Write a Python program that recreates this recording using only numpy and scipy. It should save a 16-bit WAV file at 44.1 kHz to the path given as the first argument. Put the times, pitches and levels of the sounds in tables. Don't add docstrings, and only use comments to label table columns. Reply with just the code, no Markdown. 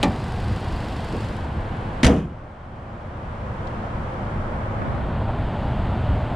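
import sys
import numpy as np
from scipy import signal
from scipy.fft import rfft, irfft, next_fast_len
from scipy.io import wavfile
from scipy.ndimage import uniform_filter1d, minimum_filter1d

SR = 44100
rng = np.random.default_rng(int(sys.argv[2]) if len(sys.argv) > 2 else 0)


def master(y):
    cut = np.clip(np.atleast_2d(y).T, -1, 1)
    pcm = np.round(cut * 32767)
    wavfile.write(sys.argv[1], SR, pcm.astype(np.int16))


N = 280430
TIME = np.arange(N) / SR

# start in seconds, clash level in dB, panel level in dB,
# low-pass cutoff of the panel in Hz, rise time in seconds.
SLAM_CONTACTS = [(2.031, -20, -24, 600, 0.00091), (2.0356, -20.5, -12, 700, .0009),
                 (2.044, -14.5, -17, 400, 0.00092), (2.051, -13, -11.5, 700, .0008),
                 (2.0645, -14.5, -9.5, 1100, 0.0014), (2.074, -31, -14.5, 1500, 0.0018),
                 (2.083, -42, -8.5, 2500, 0.0033), (2.094, -43, -10.5, 1500, 0.0014),
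                 (2.112, -36, -14, 2000, 0.0034), (2.135, -40, -20, 1500, .003),
                 (2.16, -35, -22, 1000, 0.0067), (2.181, -39, -19.5, 400, 0.0027)]
# frequency in Hz, relative density in dB per Hz.
PANEL_SPECTRUM = [(26, -42), (45, -18), (64, -13), (98, -13), (161, -8), (254, -8), (333, -12.5),
                  (490, -10.5), (600, -12), (1000, -22.5), (1670, -31.5), (2300, -40), (2500, -30),
                  (3250, -53), (5500, -120)]
CLASH_SPECTRUM = [(410, -30), (700, -5), (934, -5), (1400, -8.5), (1750, -7.5), (2250, -7), (2660, -9),
                  (3240, -9), (4300, -14), (5260, -15), (5760, -13), (10300, -23.5), (14000, -47),
                  (16000, -45)]
CRACK_SPECTRUM = [(900, -15), (2000, 6.5), (4300, 2.5), (5600, -10), (7000, -7), (10000, -13), (12000, -24),
                  (16000, -28)]
# frequency in Hz, time to fall by 60 dB in seconds.
PANEL_DECAY = [(60, 0.69), (200, 0.58), (500, 0.24), (1000, 0.29), (2500, 0.53)]
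CLASH_DECAY = [(800, 0.33), (2500, 0.18), (6000, 0.074), (14000, 0.11)]
# frequency in Hz, relative level in dB, time to fall by 60 dB in seconds.
PANEL_MODES = [(70.5, 0, .6), (101.3, -9.5, 0.42), (130, -8, .45), (165, 0.5, .6), (202, -2.5, .4),
               (243.6, -0.5, 0.45), (273, -1, 0.44), (306, -7, 0.28), (359, -9, 0.57), (384.6, -7, 0.33),
               (450, -7, 0.33), (485, -4.5, .39), (501, -4.5, 0.26), (637, -9, 0.22), (660, -8.5, .22),
               (742, -10.5, .33), (987, -20, 0.33)]
LATCH_MODES = [(1450, -6, .18), (1579, 0, 0.12), (1760, 6, 0.14), (1912, 1.5, 0.12), (2030, -2, 0.11),
               (2130, -1.5, .18), (2346, -1.5, 0.15), (2498, -5, 0.089), (2880, -3, 0.19), (3190, -2, .18),
               (3310, -3, .14), (3600, -3, 0.14), (3590, 0, .12), (4822, -2, .11), (5688, -1, 0.068),
               (5952, -6, .1), (6330, 0, .08), (6444, -7, .07)]
CATCH_MODES = [(2000, 3.5, .09), (2250, -2, 0.1), (3530, 0, .05), (3730, -2, 0.07), (4120, -15, .04),
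               (6160, -11, .03)]
SPRING_MODES = [(2500, -4, .05), (2914, 5, .06), (3180, 0, .06), (3400, -2, .05), (3660, -7, .04),
                (5690, -16, .03)]
# start in seconds, frequency in Hz, level in dB, time to fall by 60 dB in seconds.
THUMPS = [(2.033, 240, -5.5, 0.18), (2.044, 125, -1, .09), (2.056, 70, 4, .14), (2.0926, 227, -3, .1),
          (2.177, 158, -9, 0.15)]
# start in seconds, crack level in dB,
# ring level in dB, low-pass cutoff of the ring in Hz, rise time in seconds.
ROD_HITS = [(0.0292, -14.5, -24.5, 16000, 0.00073), (0.0326, -22, -17.5, 9000, .002),
            (0.0403, -31, -26.5, 6000, .0012), (.0535, -39, -24.5, 1300, .0016),
            (.067, -41, -29, 1300, .0026)]
# frequency in Hz, relative density in dB per Hz.
ROD_SPECTRUM = [(70, -16), (150, -3), (280, -4), (433, -17), (580, -15), (851, -5), (1020, -19), (1170, -7),
                (1500, -23.5), (1900, -12.5), (2380, -19), (2800, -22), (3900, -21.5), (5480, -27),
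                (8150, -29), (14200, -54), (16000, -74)]
# frequency in Hz, time to fall by 60 dB in seconds.
ROD_DECAY = [(200, 0.5), (700, 0.2), (2000, 0.12), (5000, 0.067), (12000, 0.096)]
BRACKET_MODES = [(181, -7, 0.35), (211, 2, 0.31), (251, -1.5, 0.35), (270, 4.5, 0.17), (326, -8, 0.24),
                 (410, -7, 0.22), (480, -7, 0.28), (576, 2.5, .14), (752, -4.5, 0.24), (838, 2, 0.11),
                 (1174, -9, .16), (1796, -13, .2), (2342, -7.5, 0.14), (2450, -11, .1), (3730, -12, 0.099),
                 (4048, -12, .12), (4360, -25, .08)]
# start in seconds, level in dB,
# centre frequency in Hz, time to fall by 60 dB in seconds, rise time in seconds.
KNOCKS = [(1.126, -27, 205, .3, 0.011), (1.126, -26, 350, 0.29, .016), (1.127, -28, 510, .24, 0.011),
          (3.668, -40, 3340, 0.045, .005), (3.668, -48.5, 4100, .05, .005), (3.669, -61, 6500, .06, .007),
          (3.839, -21.5, 736, 0.024, 0.0015), (4.817, -26, 1260, 0.034, 0.0017),
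          (5.2915, -23, 720, 0.049, 0.0017)]
# rumble, whirr and hiss in dB.
UP_DB = (-27.5, -33.5, -45.5)
AJAR_DB = (-29, -34.5, -50)
SHUT_DB = (-30, -34.5, -52.5)
FRONT_GAIN_DB = (5, 3, 5)
NOSE_GAIN_DB = (2.2, 2, 0.1)
# centre in seconds, peak change in dB, Gaussian width in seconds.
RUMBLE_FLUCTUATIONS = [(.47, 4, .05), (1.575, 3, 0.022), (2.57, -4, 0.065), (3.01, -4, 0.025),
                       (3.63, -0.5, 0.029), (3.99, 5, 0.036), (4.37, 5.5, 0.03), (5.7, 2, 0.35),
                       (6.11, 4.5, 0.036)]
# multiple of the firing rate, amplitude in dB.
HUM_HARMONICS = [(1, -38.5), (2, -46.5), (3, -40.5), (4, -45), (5, -43.5), (9, -43.5)]
TICKS = [(-.03, 2.17), (.38, 0.38), (.59, 0.56), (.85, 0.4)]
CYLINDER_DB = [1, -1, 2, -0.5]
# frequency in Hz, relative density in dB per Hz.
RUMBLE_SPECTRUM = [(12, -28.5), (20, -5.5), (102, 0.5), (161, -7), (211, -7.5), (252, -14.5), (330, -19.5),
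                   (430, -36), (730, -120)]
WHIRR_UP = [(150, -22), (250, -3), (365, -2.5), (405, -6), (508, -2.5), (554, -5), (764, -3), (1120, -8),
            (1350, -13.5), (1540, -11), (2400, -26), (3120, -43), (5280, -120)]
WHIRR_SHUT = [(150, -28), (250, -2), (291, -6), (342, 1.5), (397, -5), (528, 1), (1090, -4.5),
              (1700, -12.5), (2400, -22.5), (3120, -52), (5280, -120)]
WHIRR_GRILLE = [(150, -29), (250, -1.5), (308, -6), (437, -5), (499, -6), (597, -2), (864, -4.5),
                (1200, -11.5), (1430, -12), (2100, -22), (2400, -27.5), (3120, -42), (5280, -120)]
HISS_BAY = [(1180, -28), (2000, 1.5), (2220, -3.5), (2670, 0), (4050, -5.5), (4730, -6.5), (6090, -18),
            (7700, -17), (9920, -23), (11500, -32), (14800, -36), (16000, -43)]
HISS_SHUT = [(1180, -20), (2000, -3), (2490, -4), (3170, -5.5), (3840, -13), (5390, -19.5), (6640, -24),
             (9090, -26.5), (11000, -40), (12400, -45.5), (16000, -69)]
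HISS_GRILLE = [(1180, -24), (2000, -4.5), (2160, -2), (3090, -0.5), (4490, -12), (5730, -25.5),
               (6530, -25.5), (7640, -24), (9660, -29.5), (11500, -45), (13700, -47), (16000, -74)]
# frequency in Hz, relative density in dB per Hz.
BUFFET_SPECTRUM = [(25, 3), (90, 0), (190, -5), (300, -8), (700, -24)]
# frequency in Hz, side minus mid in dB.
WIDTH_NEAR = [(60, -37), (110, -32), (200, -36), (380, -18), (700, -3), (1290, 2.5), (2380, 0.5),
              (4400, -5), (8120, 11.5), (15000, 4)]
WIDTH_FAR = [(60, -22), (110, -32.5), (200, -25.5), (380, -20.5), (700, -7), (1290, -2), (2380, -5.5),
             (4400, -6), (8120, -1.5), (15000, -7)]
WIDTH_SLAM = [(60, -42), (110, -40), (200, -36), (380, -16), (700, -9), (1290, -5), (2380, -8), (4400, -7),
              (8120, 4), (15000, 1)]

LOWER_AT_S, LOWER_TAKES_S, SEAL_TAKES_S = 1.23, 0.27, 0.15
STEP_BACK_AT_S, STEP_BACK_TAKES_S, GRILLE_IN_VIEW_S = 4.75, 0.9, 0.4
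NOSE_AT_S, NOSE_WIDTH_S = 4.86, 0.39
AJAR_LEAK, SHUT_LEAK = 0.1, 0.014
AJAR_GAP, GRILLE_SHARE = 0.5, 0.92
FIRING_HZ, TICKS_DB = 24.86, 1.5
CATCH_AT_S, CATCH_DB, CRACK_T60_S = 2.032, -20, 0.025
RATTLE_AT_S, RATTLE_DB, RATTLE_T60_S, RATTLE_TAPS_PER_S = 2.11, -36, 0.47, 130
BOOM_AT_S, BOOM_DB, BOOM_RISE_S, BOOM_DRIVEN_S = 2.031, -8.5, 0.041, 0.082
BRACKET_DB = 2
BUFFET_AT_S, BUFFET_DB = 4.76, -41
BUFFET_ATTACK_S, BUFFET_HOLD_S, BUFFET_RELEASE_S = 0.04, 0.2, 0.16
NARROW_DB, WIDE_DB, WIDEN_S = -52, 3.5, 0.86
NARROW_AT_S, NARROW_DB_PER_S = 4.91, 50.5
CUTOFF_HZ = 15750


def hood():
    out = np.zeros((2, N))
    add(out, CATCH_AT_S, from_db(CATCH_DB) * mode_ring(CATCH_MODES, spread_db=2.0))
    for start_s, clash_db, panel_db, bright_hz, rise_s in SLAM_CONTACTS:
        clash = from_db(clash_db) * latch_clash()
        panel_ring = dense_ring(PANEL_SPECTRUM, PANEL_DECAY, WIDTH_SLAM)
        panel = from_db(panel_db) * softened(panel_ring, bright_hz)
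        add(out, start_s, rising(rise_s) * (clash + panel))
    add(out, BOOM_AT_S, panel_boom())
    for start_s, hz, db, t60 in THUMPS:
        add(out, start_s, from_db(db) * np.sin(2 * np.pi * hz * TIME[:SR]) * dying(t60))
    add(out, RATTLE_AT_S, spring_rattle())
    return out


def latch_clash():
    dense = dense_ring(CLASH_SPECTRUM, CLASH_DECAY, WIDTH_SLAM)
    crunch = from_db(-1.5) * dense * chatter(per_s=500, depth_db=8)
    linger = from_db(-18) * noise(CLASH_SPECTRUM, WIDTH_SLAM, size=SR) * dying(0.4)
    latch = from_db(-4.5) * mode_ring(LATCH_MODES, spread_db=2)
    return crunch + linger + latch + crack()


def panel_boom():
    ring = mode_ring(PANEL_MODES, spread_db=1.0, driven_s=BOOM_DRIVEN_S)
    return from_db(BOOM_DB) * rising(BOOM_RISE_S) * ring


def spring_rattle():
    struck = rng.random(SR) < RATTLE_TAPS_PER_S / SR
    taps = struck * rng.choice([-1, 1], SR) * rng.uniform(.4, 1, SR)
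    buzz = signal.fftconvolve(taps, mode_ring(SPRING_MODES, spread_db=1))[:SR]
    return from_db(RATTLE_DB) * rms_one(buzz) * dying(RATTLE_T60_S)


def prop_rod():
    out = np.zeros((2, N))
    for start_s, crack_db, ring_db, bright_hz, rise_s in ROD_HITS:
        bracket = from_db(BRACKET_DB) * mode_ring(BRACKET_MODES, spread_db=2.5)
        rod = dense_ring(ROD_SPECTRUM, ROD_DECAY, WIDTH_SLAM)
        body = softened(rod + bracket, bright_hz)
        add(out, start_s, rising(rise_s) * (from_db(crack_db) * crack() + from_db(ring_db) * body))
    return out


def knocks():
    out = np.zeros((2, N))
    for start_s, db, hz, t60, rise_s in KNOCKS:
        spectrum = [(hz / 2, -22), (hz, 0), (hz * 2, -22)]
        knock = noise(spectrum, WIDTH_FAR, size=SR) * rising(rise_s) * dying(t60)
        add(out, start_s, from_db(db) * knock)
    return out


def engine():
    lowered, shut = ramp(LOWER_AT_S, LOWER_TAKES_S), ramp(SLAM_CONTACTS[0][0], SEAL_TAKES_S)
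    grille, retreat = ramp(STEP_BACK_AT_S, GRILLE_IN_VIEW_S), ramp(STEP_BACK_AT_S, STEP_BACK_TAKES_S)
    ajar = lowered - shut
    hood_db = np.outer(UP_DB, 1 - lowered) + np.outer(AJAR_DB, ajar) + np.outer(SHUT_DB, shut)
    nose_db = np.outer(NOSE_GAIN_DB, bump(NOSE_AT_S, NOSE_WIDTH_S))
    rumble_db, whirr_db, hiss_db = hood_db + np.outer(FRONT_GAIN_DB, retreat) + nose_db
    bay = np.clip(1 - lowered + AJAR_LEAK * ajar + SHUT_LEAK * shut, 0, 1)
    gap = np.clip(AJAR_GAP * ajar + GRILLE_SHARE * grille, 0, 1)
    rumble = from_db(rumble_db + rumble_fluctuation_db()) * noise(RUMBLE_SPECTRUM, WIDTH_FAR)
    whirr = from_db(whirr_db) * belt_whirr(shut, grille)
    hiss = from_db(hiss_db) * valve_hiss(bay, gap)
    return firing_hum() + rumble + whirr + hiss


def firing_hum():
    return sum(from_db(db) * np.sin(2 * np.pi * (round(k) * FIRING_HZ * TIME + rng.random()))
               for k, db in HUM_HARMONICS)


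def rumble_fluctuation_db():
    return sum(db * bump(centre_s, width_s) for centre_s, db, width_s in RUMBLE_FLUCTUATIONS)


def belt_whirr(shut, grille):
    muffled = (np.sqrt(1 - grille) * noise(WHIRR_SHUT, WIDTH_FAR)
               + np.sqrt(grille) * noise(WHIRR_GRILLE, WIDTH_FAR))
    return np.sqrt(1 - shut) * noise(WHIRR_UP, WIDTH_NEAR) + np.sqrt(shut) * muffled


def valve_hiss(bay, gap):
    high_pass = signal.butter(1, 7000, "high", fs=SR, output="sos")
    ticks = ticking(tick_s=0.0059) * signal.sosfilt(high_pass, noise(HISS_BAY, WIDTH_NEAR))
    direct = noise(HISS_BAY, WIDTH_NEAR) + from_db(TICKS_DB) * ticks
    through_steel = np.sqrt(np.maximum(1 - bay - gap, 0)) * noise(HISS_SHUT, WIDTH_FAR)
    return np.sqrt(bay) * direct + np.sqrt(gap) * noise(HISS_GRILLE, WIDTH_FAR) + through_steel


def ticking(tick_s):
    clicks = np.zeros(N)
    firing = np.arange(int(N / SR * FIRING_HZ) + 2)
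    for share, strength in TICKS:
        at = ((firing + share) / FIRING_HZ * SR).astype(int)
        size = strength * from_db(np.resize(CYLINDER_DB, len(at)))
        inside = (at >= 0) & (at < N)
        clicks[at[inside]] += size[inside]
    return signal.lfilter([1], [1, -np.exp(-1 / (tick_s * SR))], clicks + 1e-18)


def buffeting():
    release_at_s = BUFFET_AT_S + BUFFET_ATTACK_S + BUFFET_HOLD_S
    puff = ramp(BUFFET_AT_S, BUFFET_ATTACK_S) - ramp(release_at_s, BUFFET_RELEASE_S)
    return from_db(BUFFET_DB) * puff * noise(BUFFET_SPECTRUM, width=[(25, 4), (700, 2.7)])


def crack():
    return noise(CRACK_SPECTRUM, WIDTH_SLAM, size=SR) * dying(CRACK_T60_S)


def chatter(per_s, depth_db):
    lumps = np.interp(TIME[:SR] * per_s, np.arange(SR), rng.uniform(-1, 1, SR))
    return rms_one(from_db(depth_db * lumps))


def rising(rise_s):
    return np.sin(np.pi / 2 * np.minimum(TIME[:SR] / max(rise_s, 1e-4), 1)) ** 2


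def softened(x, bright_hz):
    return signal.sosfilt(signal.butter(2, min(bright_hz, .45 * SR), fs=SR, output="sos"), x)


def dense_ring(spectrum, t60s, width):
    start = rfft(noise(spectrum, width, size=SR))
    octave = np.log2(np.maximum(np.arange(start.shape[1]), 32))
    out = 0
    for k in range(5, 16):
        band = irfft(start * np.maximum(1 - abs(octave - k), 0), SR)
        out = out + band * dying(at_hz(t60s, 2 ** k))
    return out


def mode_ring(modes, spread_db, driven_s=0):
    free_s = np.maximum(TIME[:SR] - driven_s, 0)
    out = 0
    for k, (hz, db, t60) in enumerate(modes):
        level_db = db + spread_db * rng.standard_normal() - 60 * free_s / max(t60, .005)
        tone = np.sin(2 * np.pi * hz * rng.normal(1, .0015) * TIME[:SR])
        out = out + (-1) ** k * from_db(level_db) * tone
    return out / np.sqrt(sum(from_db(db) ** 2 for hz, db, t60 in modes) / 2)


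def dying(t60):
    return np.exp(-np.log(1000) * TIME[:SR] / max(t60, .005))


def noise(spectrum, width, size=N):
    padded = next_fast_len(size)
    hz = np.fft.rfftfreq(padded, 1 / SR)
    outside = np.maximum(spectrum[0][0] / np.maximum(hz, 1), hz / spectrum[-1][0])
    colour = from_db(at_hz(spectrum, hz)) / np.maximum(outside, 1) ** 10
    mid, side = colour * rfft(rng.standard_normal((2, padded)))
    side = side * from_db(at_hz(width, hz))
    out = irfft(np.array([mid + side, mid - side]), padded)[:, :size]
    return out / np.std(out.mean(axis=0))


def at_hz(points, hz):
    known_hz, values = np.transpose(points)
    return np.interp(np.log(np.maximum(hz, 1)), np.log(known_hz), values)


def from_db(db):
    return np.exp(np.log(10) * np.asarray(db) / 20)


def rms_one(x):
    return x / np.sqrt(np.mean(x ** 2) + 1e-20)


def ramp(start_s, length_s):
    return np.clip((TIME - start_s) / max(length_s, .001), 0, 1)


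def bump(centre_s, width_s):
    return np.exp(-.5 * ((TIME - centre_s) / width_s) ** 2)


def add(track, start_s, sound):
    i = max(round(start_s * SR), 0)
    track[:, i:i + sound.shape[-1]] += sound[..., :N - i]


def scene():
    left, right = hood() + prop_rod() + knocks() + engine() + buffeting()
    opening_db = WIDE_DB + (NARROW_DB - WIDE_DB) * np.exp(-TIME / WIDEN_S)
    side_db = opening_db - NARROW_DB_PER_S * np.maximum(TIME - NARROW_AT_S, 0)
    mid, side = (left + right) / 2, from_db(side_db) * (left - right) / 2
    return np.array([mid + side, mid - side])


def gain_control(x, limit_db, hold_s, release_db_per_s):
    power = uniform_filter1d(np.mean(x ** 2, axis=0), size=882)
    over_db = np.maximum(10 * np.log10(np.maximum(power, 1e-12)) - limit_db, 0)
    half = int(hold_s * SR / 2)
    held_db = -minimum_filter1d(-over_db, 2 * half + 1, origin=half, mode="nearest")
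    cut_db = np.maximum.accumulate(held_db + release_db_per_s * TIME) - release_db_per_s * TIME
    return x * from_db(-uniform_filter1d(cut_db, size=88))


def record(dry):
    levelled = gain_control(dry, limit_db=-9.5, hold_s=0.53, release_db_per_s=8.0)
    rounded = ramp(0, .001) * 1.2 * np.tanh(levelled / 1.2)
    return signal.sosfilt(signal.ellip(10, .1, 80, CUTOFF_HZ, fs=SR, output="sos"), rounded)


dry = scene()
out = record(dry)
master(out)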